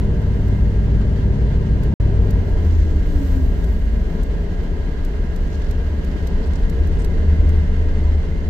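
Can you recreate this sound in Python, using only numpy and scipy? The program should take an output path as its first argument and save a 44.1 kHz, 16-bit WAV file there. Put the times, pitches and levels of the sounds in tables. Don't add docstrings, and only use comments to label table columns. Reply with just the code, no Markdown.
import sys
import numpy as np
from scipy import signal
from scipy.fft import rfft, irfft, next_fast_len
from scipy.io import wavfile
from scipy.ndimage import uniform_filter1d

SR = 44100
rng = np.random.default_rng(int(sys.argv[2]) if len(sys.argv) > 2 else 0)


def store_wav(level_fs):
    pcm = np.round(np.clip(np.atleast_2d(level_fs), -1, 1) * 32767)
    wavfile.write(sys.argv[1], SR, pcm.T.astype(np.int16))


N = 374409
TIME = np.arange(N) / SR

# (frequency [Hz], likeness [0 unrelated, 1 the same])
EAR_LIKENESS = [(20, 0.91), (130, 0.99), (290, 0.92), (450, 0.73), (640, 0.29), (950, 0.37), (1400, 0),
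                (15000, 0)]
# (frequency [Hz], left minus right [dB])
EAR_BALANCE = [(60, .7), (130, .8), (200, 1.2), (380, 4), (700, 3), (1290, 1), (1630, -1.5), (2080, -7),
               (2500, -5), (3500, -6), (5500, -5), (8090, -4.5), (14900, -3.5)]
# (frequency [Hz], level [dB])
PANEL_COLOUR = [(60, -23), (105, -9.5), (135, 3), (172, 5.5), (200, 2), (260, -2.5), (300, -6),
                (335, -18.5), (420, -14), (700, -31)]
# (frequency [Hz], width [Hz], boost [dB])
NOISE_RESONANCES = [(262, 13, 4), (438, 35, 1), (699, 38, 3), (787, 18, 4), (814, 35, 0), (959, 23, 0),
                    (1712, 14, 0.5), (1790, 46, -1), (1860, 14, 4), (1896, 22, 2.5), (1980, 52, -2),
                    (2820, 83, 4), (3100, 60, 3), (3630, 74, -2.5), (4040, 56, 2.5), (4510, 50, 4.5),
                    (5360, 160, 2.5), (5850, 220, -2), (6300, 200, 3), (7300, 220, 1.5), (8400, 200, 3.5)]


def from_db(db):
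    return 10 ** (np.asarray(db) / 20)


def unit_power(x):
    return x / np.sqrt(np.mean(x ** 2) + 1e-20)


def over_time(points):
    return np.interp(TIME, *np.transpose(points))


def at_hz(points, hz):
    frequencies, values = np.transpose(points)
    return np.interp(np.log(hz), np.log(frequencies), values)


def drift(rate_hz):
    step, warm_up = 40, 2000
    pole = np.exp(-2 * np.pi * rate_hz * step / SR)
    noise = rng.standard_normal(N // step + warm_up + 2)
    slow = signal.lfilter([1], [1, -2 * pole, pole * pole], noise)[warm_up:]
    return np.interp(np.arange(N) / step, np.arange(len(slow)), unit_power(slow))


def hump(centre_s, half_length_s):
    return np.exp(-np.minimum(((TIME - centre_s) / half_length_s) ** 2, 40))


def sides(balance_db):
    return from_db(np.array([[.5], [-.5]]) * balance_db)


def cabin_noise(colour, resonances=()):
    size = next_fast_len(N)
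    hz = np.maximum(np.fft.rfftfreq(size, 1 / SR), 1)
    common, opposite = rfft(rng.standard_normal((2, size)))
    alike = at_hz(EAR_LIKENESS, hz)
    ears = np.sqrt(1 + alike) * common + np.sqrt(1 - alike) * opposite * [[1], [-1]]
    edge_fade = np.minimum(hz / colour[0][0], 1) ** 2 * np.minimum(colour[-1][0] / hz, 1) ** 2
    boost_db = sum(db / (1 + (2 * (hz - centre) / width) ** 2) for centre, width, db in resonances)
    shape = edge_fade * from_db(at_hz(colour, hz) + boost_db) * sides(at_hz(EAR_BALANCE, hz))
    noise = irfft(ears * shape, size)[:, :N]
    return noise / np.std(noise.mean(axis=0))


def tone(hz, waver_db, wander_hz):
    phase = 2 * np.pi * (np.cumsum(hz + wander_hz * drift(4.97)) / SR + rng.random())
    mean_hz = np.mean(hz)
    shift = np.arccos(at_hz(EAR_LIKENESS, mean_hz)) / 2
    wave = np.sqrt(2) * np.sin(phase + shift * np.array([[1], [-1]]))
    return wave * from_db(waver_db * drift(11.5)) * sides(at_hz(EAR_BALANCE, mean_hz))


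def air(hiss_floor_db=-67.5):
    # (frequency [Hz], level [dB])
    rush_colour = [(600, -9.5), (1100, -3.5), (1380, 0), (1620, 3.5), (1800, 1), (2110, 0), (2230, -7),
                   (2650, -7), (3000, -6.5), (3500, -9.5), (4400, -11.5), (5300, -16.5), (6400, -17),
                   (8500, -26.5), (10000, -32), (15000, -42)]
    hiss_colour = [(2000, -4), (4500, 3.5), (7000, 2.5), (8800, 0.5), (9800, -10), (11000, -6),
                   (11900, 3.5), (13500, 1), (15500, 0)]
    # (time [s], level [dB])
    airflow = [(0, -48), (2.8, -47.5), (3.9, -48.5), (5.0, -48), (7.2, -46.5), (8.49, -47.5)]
    # (time [s], half length [s], level [dB])
    swells = [(0.5, 0.32, -66), (2.644, 0.41, -66), (3.297, 0.24, -55), (3.722, 0.27, -60.5),
              (4.15, .2, -66), (6.2, 1, -70)]
    rush = from_db(over_time(airflow) + 0.85 * drift(19)) * cabin_noise(rush_colour, NOISE_RESONANCES)
    swell_power = sum((from_db(db) * hump(s, half_length)) ** 2 for s, half_length, db in swells)
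    hiss_gain = np.sqrt(from_db(hiss_floor_db) ** 2 + swell_power)
    flutter = from_db(1.1 * drift(16))
    return rush + hiss_gain * flutter * cabin_noise(hiss_colour) * sides(balance_db=1)


def turning_parts(fade_s=0.24, gain_db=-0.2):
    # (start [s], end [s], pitch [Hz], level [dB])
    notes = [(0, 1.97, 391.5, -40.5), (0, 1.97, 586.5, -49.8), (0, 2, 884, -58), (2, 2.5, 387.6, -37.5),
             (2, 2.45, 468, -43), (2, 2.45, 581.4, -47), (2.45, 7.1, 562, -53), (7.1, 8.49, 561, -51.5),
             (4.2, 4.9, 404, -43), (6.3, 8.1, 452, -44.5), (6.3, 8.49, 25.5, -24.5), (4.6, 7.8, 32, -29),
             (0, 2, 1613, -54.5), (2, 4.5, 1626, -53.5), (4.5, 8.05, 1626, -53), (2.1, 8.49, 1896, -63.5),
             (0, 7.1, 2105, -63.5), (7.1, 8.49, 2106, -60), (.42, .7, 2102, -55), (4.4, 7.1, 2054, -64),
             (7.1, 8.49, 2053, -60.5), (7.05, 8.49, 2072, -56)]
    out = np.zeros((2, N))
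    for start, end, hz, db in notes:
        fade = np.clip(np.minimum(TIME - start, end - TIME) / fade_s + .5, 0, 1)
        out += from_db(db + gain_db) * fade * tone(hz, waver_db=1.8, wander_hz=0.001302 * hz)
    return out


def road(rumble_db=-20.5, drone_db=-30.5, roar_db=-36):
    # (time [s], boost [dB])
    roughness = [(0, 0.5), (1.2, 0.3), (2.2, 2), (3.4, 0.4), (4.65, 0), (5.25, -1), (6.1, 0.55), (7.2, 1),
                 (8.49, -1.1)]
    # (time [s], boost [dB])
    bumps = [(2.6, 1.5), (3.3, 5), (4.1, 0), (5.75, 1.5), (7.0, 4)]
    # (frequency [Hz], level [dB])
    rumble_colour = [(10, -22.5), (18, -12), (25, 2), (32, -2), (45, -2.5), (60, -6), (76, 0), (88, -13),
                     (104, -18), (160, -47.5), (300, -53.5)]
    roar_colour = [(200, -15), (320, -4.5), (380, -2), (450, -1), (490, -8.5), (535, -12), (600, -7),
                   (700, -13.5), (780, -18.5), (1000, -15), (1130, -27.5), (1600, -35.5), (3000, -62)]
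    rough_db = over_time(roughness)
    bump_db = sum(db * hump(s, half_length_s=0.44) for s, db in bumps)
    shake = cabin_noise(rumble_colour)
    swell = np.sqrt(uniform_filter1d(shake.mean(axis=0) ** 2, size=SR // 6) + 1e-9)
    rumble = from_db(rumble_db + bump_db) * shake / swell
    drone = from_db(drone_db + rough_db) * cabin_noise(PANEL_COLOUR)
    roar = from_db(roar_db + rough_db + 0.73 * drift(4.1)) * cabin_noise(roar_colour, NOISE_RESONANCES)
    return rumble + drone + roar


def trim_rubs(slips_per_s=500, spread_db=2.4, decay_s=.0018):
    # (time [s], half length [s], centre frequency [Hz], level [dB])
    rubs = [(2.802, 0.25, 6200, -60.5), (5.536, 0.076, 5940, -61), (5.68, .03, 4600, -59),
            (6.404, 0.3, 4630, -65), (6.445, .025, 4500, -59), (6.47, .012, 7500, -60),
            (7.007, 0.032, 7540, -56.5)]
    out = np.zeros((2, N))
    for s, half_length, hz, db in rubs:
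        band = cabin_noise([(hz * .6, -4), (hz, 0), (hz * 1.17, -1), (hz * 1.35, -13), (hz * 1.6, -24)])
        out += from_db(db) * hump(s, half_length) * band
    slips = rng.random(N) < slips_per_s / SR
    sizes = from_db(spread_db * np.minimum(rng.exponential(1, N), 3))
    fading_power = signal.lfilter([1], [1, -np.exp(-2 / (decay_s * SR))], slips * sizes ** 2 + 1e-12)
    return out * unit_power(np.sqrt(fading_power)) * sides(balance_db=-1)


def trim_ticks(gain_db=-3.5, snap_s=0.0004, echo_peak_s=0.0033, tail_s=0.042):
    # (time [s], level [dB])
    ticks = [(.041, -56), (.217, -58), (.482, -54), (1.8322, -45.5), (2.3057, -42), (3.6406, -46),
             (4.231, -43.5), (4.6334, -54), (5.0474, -45.5), (5.3597, -46), (5.7085, -43), (6.0437, -47.5),
             (6.2697, -44), (6.6952, -43.5), (6.8698, -49), (7.0445, -40.5), (7.49, -47)]
    # (frequency [Hz], level [dB])
    tick_colour = [(1500, -16), (3000, 3.5), (4500, 4.5), (7000, 3), (9000, 0), (10300, -5.5), (12000, 6.5),
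                   (13500, -1), (15500, -6)]
    loudness = np.zeros(N)
    for s, db in ticks:
        age = np.clip(TIME - s, 0, .2)
        snap = (age > 0) * np.exp(-age / snap_s)
        echoes = from_db(1) * (age / echo_peak_s * np.exp(1 - age / echo_peak_s)) ** 2
        tail = (age > 0) * from_db(-4 - 60 * age / tail_s)
        loudness += from_db(db + gain_db) * np.sqrt(snap ** 2 + echoes ** 2 + tail ** 2)
    return loudness * cabin_noise(tick_colour)


def rattle(rise_s=.001):
    # (time [s], time to fade by 60 dB [s], level [dB])
    taps = [(5.474, .03, -52), (5.526, .035, -52), (5.545, .08, -51), (5.618, .04, -47), (5.642, .08, -51),
            (6.168, .03, -51.5), (6.226, .03, -53), (6.271, .035, -44), (6.534, .03, -45),
            (6.555, .075, -46)]
    # (frequency [Hz], level [dB])
    tap_colour = [(2500, -4), (4300, 4), (6300, -1), (8500, -7), (10000, -16), (15000, -22)]
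    loudness = np.zeros(N)
    for s, fade_s, db in taps:
        age = np.clip(TIME - s, 0, .3)
        loudness += np.minimum(age / rise_s, 1) * from_db(db - 60 * age / fade_s)
    return loudness * cabin_noise(tap_colour) * sides(balance_db=-1)


def cabin_boost(hz):
    # (frequency [Hz], width [Hz], boost [dB])
    resonances = [(53.3, 19, 10.5), (78.9, 7.2, 14), (93.8, 13, 4.5), (214.4, 33, 11), (268.8, 23.4, 20),
                  (314, 43, 9.5)]
    extra_power = sum((from_db(db) ** 2 - 1) / (1 + (2 * (hz - centre) / width) ** 2) ** 2
                      for centre, width, db in resonances)
    return np.sqrt(1 + extra_power)


def engine(cruise_hz=100):
    # (time [s], firing rate [Hz])
    speed = [(0, 100.2), (1.9, 102.3), (2.02, 97), (2.35, 95), (2.8, 79), (3.33, 65), (4.15, 48), (4.8, 33),
             (5.1, 33), (5.4, 70), (6.5, 76.3), (7.4, 77), (8.49, 77.5)]
    # (time [s], boost [dB])
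    effort = [(0, 1), (1.9, 0.5), (2.05, 3), (2.75, -1), (3.05, -0.5), (3.35, -1), (3.55, -1), (3.8, -3),
              (4.35, -5), (5.3, -21), (6.2, -8), (6.75, -10), (6.95, -1.5), (7.2, -16), (7.3, 0),
              (7.5, 4.5), (7.65, -4.5), (8.15, -2.5), (8.3, -13), (8.49, -10)]
    # (pitch [times the firing rate], boost [dB])
    throb_tones = [(.555, -1.3), (.617, -3.3)]
    high_tones = [(1.346, 2.5), (1.54, -3), (2.015, -11.5), (2.6, -31), (4.7, -15)]
    # (time [s], level [dB])
    whine_levels = [(0, -49.5), (2.4, -51), (2.9, -44.5), (3.15, -44.5), (3.35, -46.5), (3.52, -51.5),
                    (3.95, -48.5), (4.4, -60)]
    firing_hz = over_time(speed)
    octaves = np.log2(firing_hz / cruise_hz)

    def engine_tone(multiple, db, waver_db=1.4, wander_hz=.3):
        hz = multiple * firing_hz
        return from_db(db) * cabin_boost(hz) * tone(hz, waver_db, wander_hz)

    boom = engine_tone(0.99, db=-26.5)
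    throb = sum(engine_tone(multiple, db - 29 + 9 * octaves) for multiple, db in throb_tones)
    overtones = sum(engine_tone(multiple, db - 32 + 41.5 * octaves) for multiple, db in high_tones)
    drone = from_db(-32.5 + 6.5 * octaves) * cabin_noise(PANEL_COLOUR)
    whine = engine_tone(4.1, over_time(whine_levels), waver_db=2.2, wander_hz=2.5)
    return from_db(over_time(effort)) * (boom + throb + overtones + drone) + whine


def scene():
    return engine() + turning_parts() + road() + air() + trim_ticks() + rattle() + trim_rubs()


def record(dry):
    gap_start_s, gap_end_s, cutoff_hz = 1.939, 2.0, 15600
    audible = (TIME < gap_start_s) | (TIME > gap_end_s)
    gate = uniform_filter1d(audible.astype(float), size=40)
    treble_cut = signal.ellip(10, .1, 90, cutoff_hz, fs=SR, output="sos")
    return signal.sosfilt(treble_cut, dry * gate)


dry = scene()
out = record(dry)
store_wav(out)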